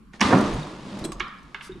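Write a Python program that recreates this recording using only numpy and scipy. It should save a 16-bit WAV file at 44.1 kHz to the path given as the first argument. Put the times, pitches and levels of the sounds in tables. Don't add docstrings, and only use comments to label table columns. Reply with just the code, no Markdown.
import sys
import numpy as np
from scipy import signal
from scipy.fft import rfft, irfft
from scipy.io import wavfile
from scipy.ndimage import uniform_filter1d

SR = 44100
rng = np.random.default_rng(int(sys.argv[2]) if len(sys.argv) > 2 else 0)


def field_ratio(decibels):
    return 10 ** (np.asarray(decibels, dtype=float) / 20)


def bounce(signal):
    frames = np.transpose(np.atleast_2d(signal))
    limited = np.clip(frames, -1, 1)
    pcm = np.round(limited * 32767).astype(np.int16)
    wavfile.write(sys.argv[1], SR, pcm)


N = 79380


def evened(x):
    return x / np.sqrt(np.mean(x ** 2) + 1e-20)


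def read(points, hz):
    point_hz, value = np.transpose(points)
    return np.interp(np.log(hz + 1), np.log(point_hz + 1), value)


def follow(rows, column):
    rows = np.asarray(rows)
    return np.interp(np.arange(N) / SR, rows[:, 0], rows[:, column])


def add(mix, start_s, sound):
    part = mix[..., round(start_s * SR):][..., :sound.shape[-1]]
    part += sound[..., :part.shape[-1]]


def colour(x, points):
    n = x.shape[-1]
    gain = field_ratio(read(points, np.fft.rfftfreq(n, 1 / SR)))
    return irfft(rfft(x) * gain, n)


def ring(x, hz, width_hz):
    r = np.exp(-np.pi * width_hz / SR)
    return signal.lfilter([1 - r, 0, r - 1], [1, -2 * r * np.cos(2 * np.pi * hz / SR), r * r], x)


def clicks(per_s, spread_db):
    chance, size, sign = rng.random(N), rng.exponential(1, N), rng.choice([-1., 1.], N)
    return (chance < per_s / SR) * field_ratio(spread_db * np.minimum(size, 4)) * sign


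def grit(spectrum):
    per_s, spread_db = 6400, 3.4
    mid, side = clicks(per_s, spread_db), clicks(per_s, spread_db)
    side = colour(side, [(1000, -5.5), (9000, -9), (13000, -5)])
    return evened(colour(np.array([mid + side, mid - side]), spectrum))


# time_s, runner_load_db, rub_speed_db
SLIDE = [(.12, -96, -84), (.14, -41.5, -53), (.195, -53, -67), (.215, -24, -31), (.295, -23.5, -35.5),
         (.335, -13, -38), (.4, -19.5, -41), (.48, -24.5, -42), (.62, -32, -48), (.78, -38, -54.5),
         (.92, -34, -51), (1.02, -32, -49.5), (1.075, -35, -63), (1.2, -40.5, -61.5), (1.32, -54.5, -65)]
# mode_hz, width_hz, level_db
BOX_MODES = [(159, 28, -6), (200, 40, 3), (255, 43, -5.5), (301.1, 27, 1.5), (360, 90, -3),
             (486, 140, -6.5), (603, 82, -13.5), (790, 60, -24), (890, 30, -14), (1130, 140, -56.5)]


def judder():
    slips_per_s, spread_db, soft_hz, level_db = 1100, 3, 1380, -3.5
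    b, a = signal.butter(2, soft_hz, fs=SR)
    slips = signal.lfilter(b, a, clicks(slips_per_s, spread_db))
    modes = [field_ratio(db) * evened(ring(slips, hz, width_hz)) for hz, width_hz, db in BOX_MODES]
    unstrained_rms = np.sqrt(np.mean(sum(modes) ** 2))
    load_db = follow(SLIDE, column=1)
    strain_db = np.clip(load_db + 18, -30, 9)
    box = np.zeros(N)
    for mode, (hz, _, _) in zip(modes, BOX_MODES):
        tilt = np.log10(hz / 200) * (hz > 300)
        box += mode * field_ratio(strain_db * tilt)
    return field_ratio(load_db + level_db) * colour(box, [(90, 2.5), (140, 1.5)]) / unstrained_rms


# freq_hz, density_db_per_hz
RUB_SPECTRUM = [(400, -19), (900, -2.5), (1400, -10.5), (3900, -11.5), (9900, -28), (11500, -43),
                (15500, -42)]


def rub():
    level_db = 5
    return field_ratio(level_db + follow(SLIDE, column=2)) * grit(RUB_SPECTRUM)


# start_s, level_db, crack_db, tilt_db_per_octave
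CLACKS = [(0.134, -34.5, -6, 2.5), (0.196, -28, -10, -3), (0.2075, -14.5, 4, -1), (0.212, -4, -2, -1),
          (0.221, -11, -33, -8.5), (0.306, -12.5, -40, -5), (.311, -13, -40, -2), (0.3245, -4, -40, -4.5),
          (0.331, -5, -40, -11), (1.198, -23, -4.5, -0.5), (1.203, -12, -16, 0), (1.545, -19, -17, 0),
          (1.608, -25.5, -25, 5)]
CLACK_PITCH = [.85, 1, 1, 1, .9, .5, .72, .55, .83, 1, 1, .99, .99]
SLAT_HZ = [910, 1130, 1700, 2220, 2460, 2830, 3400]
# level_db, t60_s
SLAT_DECAY = [(-6, .035), (-4, .04), (0, .035), (0, .035), (-5, .025), (-3, .03), (-9, .015)]


def clacks():
    level_db, pan_db, rise_s, scatter_db = 1, -4.5, .0018, 1.2
    crack_decay_s, crack_trim_db = .002, -3.5
    rattle_decay_s, rattle_db, rattle_send_db = .012, -16, 6
    crack_spectrum = [(2500, -36), (5500, 6), (9000, -16), (12000, -42), (15000, -62)]
    rattle_spectrum = [(600, -35), (900, 0), (3300, -3), (4500, -18), (20000, -75)]
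    out, t = np.zeros((3, N)), np.arange(6000) / SR
    rise = np.sin(np.pi / 2 * np.minimum(t / rise_s, 1)) ** 2
    spots = rng.standard_normal((len(CLACKS), len(SLAT_HZ), 3))
    noises = rng.standard_normal((len(CLACKS), 2, len(t)))
    for (start_s, db, crack_db, tilt_db), ratio, spot, noise in zip(CLACKS, CLACK_PITCH, spots, noises):
        modes = np.zeros(len(t))
        for hz, (mode_db, t60_s), chance in zip(SLAT_HZ, SLAT_DECAY, spot):
            mode_db = mode_db + tilt_db * np.log2(hz / 1700) + scatter_db * chance[0]
            struck_hz = hz * ratio * (1 + chance[1] / 200)
            wave = np.sin(2 * np.pi * struck_hz * t + .5 * chance[2])
            modes += field_ratio(mode_db - 60 * t / t60_s) * wave
        crack = colour(noise[0], crack_spectrum) * np.exp(-t / crack_decay_s)
        band = [(f * ratio, d + tilt_db * np.log2(f / 1700)) for f, d in rattle_spectrum]
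        rattle = evened(colour(noise[1], band)) * np.exp(-t / rattle_decay_s)
        rattle = field_ratio(rattle_db) * rattle * rise
        hit = modes / 3 * rise + rattle + field_ratio(crack_db + crack_trim_db) * crack
        sides = hit * field_ratio([[pan_db / 2], [-pan_db / 2]])
        send = hit + field_ratio(rattle_send_db) * rattle
        add(out, start_s, field_ratio(db + level_db) * np.vstack([sides, send]))
    return out[:2], out[2]


# start_s, level_db, pitch_hz, t60_s
THUDS = [(0.001, -46, 217, 0.076), (0.214, -21, 214, 0.066), (0.224, -21, 251, 0.03),
         (0.246, -24.5, 92, 0.1), (0.257, -18.5, 241, 0.054), (.268, -17, 255, 0.032),
         (0.285, -17.5, 274, 0.064), (.305, -18, 200, 0.035), (0.327, -13, 227.6, 0.097),
         (0.342, -6, 200, 0.019), (.351, -9.5, 255, 0.033), (.378, -12.5, 260, 0.028),
         (0.391, -13.5, 216.5, 0.12), (0.421, -14, 253, 0.028), (.457, -22, 298, 0.045),
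         (0.473, -22.5, 194.2, .09), (.503, -29, 343, 0.075), (0.533, -29.5, 50, 0.16),
         (.534, -27, 116, 0.15), (0.549, -27, 256, 0.12), (0.58, -23.5, 153, 0.2), (0.917, -29, 200, 0.3),
         (.985, -29, 201.5, 0.17), (1.017, -32, 51.6, 0.03), (1.053, -21, 339, 0.028),
         (1.093, -32, 341, 0.067), (1.2, -36, 360, 0.12), (1.226, -47, 250, 0.18), (1.547, -49, 400, 0.094),
         (1.693, -30.5, 378, 0.075), (1.717, -37, 362, 0.033), (1.755, -35.5, 360, 0.04),
         (1.775, -40, 340, 0.04), (1.085, -45, 125, .12)]


def thuds():
    rise_s, trim_db = .0033, -0.5
    out, t = np.zeros(N), np.arange(8000) / SR
    for start_s, db, hz, t60_s in THUDS:
        shape = (1 - np.exp(-t / rise_s)) ** 2 * field_ratio(-60 * t / t60_s)
        add(out, start_s, field_ratio(db + trim_db) * shape / shape.max() * np.sin(2 * np.pi * hz * t))
    return out


# start_s, level_db, pitch_hz, t60_s, tick_db
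TINKS = [(0.386, -33.5, 6100, 0.025, -1), (0.41, -34.5, 6600, 0.022, 3.5), (.405, -49, 9420, 0.054, -18),
         (.407, -53, 10540, 0.05, -18), (.406, -53, 13460, .05, -20), (0.46, -39, 6130, 0.049, -20),
         (.536, -45.5, 6514, 0.091, -10), (.536, -46.5, 10000, 0.056, -20), (.536, -56, 14200, .07, -20),
         (0.63, -36.5, 3700, 0.027, -10), (1.04, -44, 5900, 0.017, 6.5), (0.99, -51, 9700, 0.015, 14),
         (0.67, -24, 1100, 0.011, -23), (1.119, -33.5, 1130, 0.081, -21), (1.135, -42, 1000, 0.042, -25),
         (.236, -21, 1230, 0.06, -30), (.255, -21.5, 1230, 0.055, -30), (.252, -28, 2100, 0.12, -30),
         (1.046, -44, 8330, 0.19, 6), (1.051, -40, 8400, 0.036, 6), (1.046, -34, 7950, 0.065, 0),
         (1.043, -34, 8750, 0.04, -2), (1.04, -33.5, 4040, 0.057, -16.5), (1.05, -34, 3350, 0.041, 6.5),
         (1.13, -36.5, 6400, 0.017, -6), (1.119, -37, 5000, 0.037, 5), (1.119, -41.5, 7780, 0.028, 4.5),
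         (1.2, -38.5, 4980, 0.021, -9), (1.28, -45, 4950, 0.027, -8), (1.385, -51.5, 4970, 0.02, -21),
         (1.72, -44, 3690, 0.097, -14), (1.43, -57.5, 6000, .015, 4)]


def tinks():
    split_ratio, upper_db, tick_decay_s, rise_s = 1.02, -8, .005, .0012
    tick_spectrum = [(1200, 0), (3500, 0), (10000, -5.5), (15000, -21)]
    out, t = np.zeros((2, N)), np.arange(8000) / SR
    noises = rng.standard_normal((len(TINKS), 3, len(t)))
    for (start_s, db, hz, t60_s, tick_db), noise in zip(TINKS, noises):
        pair = np.sin(2 * np.pi * hz * t) + field_ratio(upper_db) * np.sin(2 * np.pi * hz * split_ratio * t)
        half_shared = noise[:2] + noise[2]
        tick = colour(half_shared, tick_spectrum) * np.exp(-t / tick_decay_s)
        tink = pair * field_ratio(-60 * t / t60_s) + field_ratio(tick_db) * tick
        add(out, start_s, field_ratio(db) * np.minimum(t / rise_s, 1) * tink)
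    return out


# freq_hz, density_db_per_hz
BRUSH_SPECTRUM = [(700, -30), (1100, 2), (3300, -3), (5300, -1), (7000, -7), (9800, -4), (15000, -24)]


def brush():
    start_s, rise_s, end_s, fall_s, level_db = 1.612, .025, 1.692, .014, -49
    t = np.arange(N) / SR
    shape = np.clip((t - start_s) / rise_s, 0, 1) * np.clip((end_s - t) / fall_s, 0, 1)
    return field_ratio(level_db) * shape * grit(BRUSH_SPECTRUM)


# freq_hz, t60_s
WALL_T60 = [(150, 0.14), (400, .6), (700, 0.52), (1000, 0.83), (2500, 0.71), (5000, 0.3), (10000, 0.15)]
# freq_hz, level_db
WALL_COLOUR = [(150, -7.5), (680, -6), (950, 0.5), (3200, -6), (5000, 0.5), (10000, 2.5)]


def walls(x):
    likeness, spacing = 0.6, 20
    at = np.arange(200, SR - spacing, spacing)
    at = at + rng.integers(0, spacing, (3, len(at)))
    taps = np.zeros((3, SR))
    np.put_along_axis(taps, at, rng.choice([-1., 1.], at.shape), 1)
    taps = np.sqrt(likeness) * taps[2] + np.sqrt(1 - likeness) * taps[:2]
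    hz, t, z = signal.stft(taps, SR, nperseg=256)
    decay_db = read(WALL_COLOUR, hz)[:, None] - 60 * t / read(WALL_T60, hz)[:, None]
    tail = signal.istft(z * field_ratio(decay_db), SR, nperseg=256)[1]
    tail = tail / np.linalg.norm(tail[0]) * 0.5
    return signal.fftconvolve(x[None], tail, axes=1)[:, :N]


# time_s, level_db
HEAVE = [(0, -55), (.2, -51), (.45, -42), (.56, -34), (.65, -52), (.96, -54), (1.03, -45.5), (1.2, -40),
         (1.32, -57), (1.65, -53), (1.8, -52)]


def heave():
    trim_db = -2
    spectrum = [(8, 14), (15, 6), (28, 6), (48, 18), (75, 0), (200, -50)]
    low = colour(rng.standard_normal(N), spectrum)
    return field_ratio(follow(HEAVE, column=1) + trim_db) * evened(low)


# freq_hz, density_db_per_hz
HUSH_SPECTRUM = [(50, -13), (95, -20), (170, -2), (330, -16), (680, -43), (1050, -20), (3500, -40),
                 (7500, -48), (10000, -45), (15500, -54)]
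# freq_hz, left_right_likeness
HUSH_LIKENESS = [(300, 0.83), (1500, 0.2)]


def hush():
    level_db, patch_db, size, hop = -51, 2.2, 1024, 256
    hz = np.fft.rfftfreq(size, 1 / SR)
    a, b, c, d, patches = rng.standard_normal((N // hop + 5, len(hz), 5)).T
    patches = uniform_filter1d(patches, size=10, axis=0)
    patches = evened(uniform_filter1d(patches, size=12, axis=1))
    same = np.clip(read(HUSH_LIKENESS, hz), -1, 1)[:, None]
    left = a + 1j * b
    right = same * left + np.sqrt(1 - same ** 2) * (c + 1j * d)
    z = np.array([left, right]) * field_ratio(read(HUSH_SPECTRUM, hz)[:, None] + patch_db * patches)
    air = signal.istft(z, nperseg=size, noverlap=size - hop)[1][:, :N]
    return field_ratio(level_db) * evened(air)


def scene():
    drag_send_db, clack_send_db = -4, -5
    hits, hits_send = clacks()
    drag = judder() + thuds() + rub() + tinks() + brush()
    wet = walls(field_ratio(drag_send_db) * drag.mean(0) + field_ratio(clack_send_db) * hits_send)
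    return drag + hits + wet + heave() + hush()


def roll_off(x):
    return signal.sosfilt(signal.butter(12, 15800, fs=SR, output="sos"), x)


# freq_hz, left_minus_right_db
LEAN = [(200, -0.5), (1300, -1), (4000, 0.4), (8000, 2)]
# freq_hz, level_db
TOP_END = [(11000, 0), (15600, -11), (15850, -14), (15950, -80)]


def record(dry):
    left = colour(dry[0], [(hz, db / 2) for hz, db in LEAN])
    right = colour(dry[1], [(hz, -db / 2) for hz, db in LEAN])
    return roll_off(colour(np.array([left, right]), TOP_END))


dry = scene()
out = record(dry)
bounce(out)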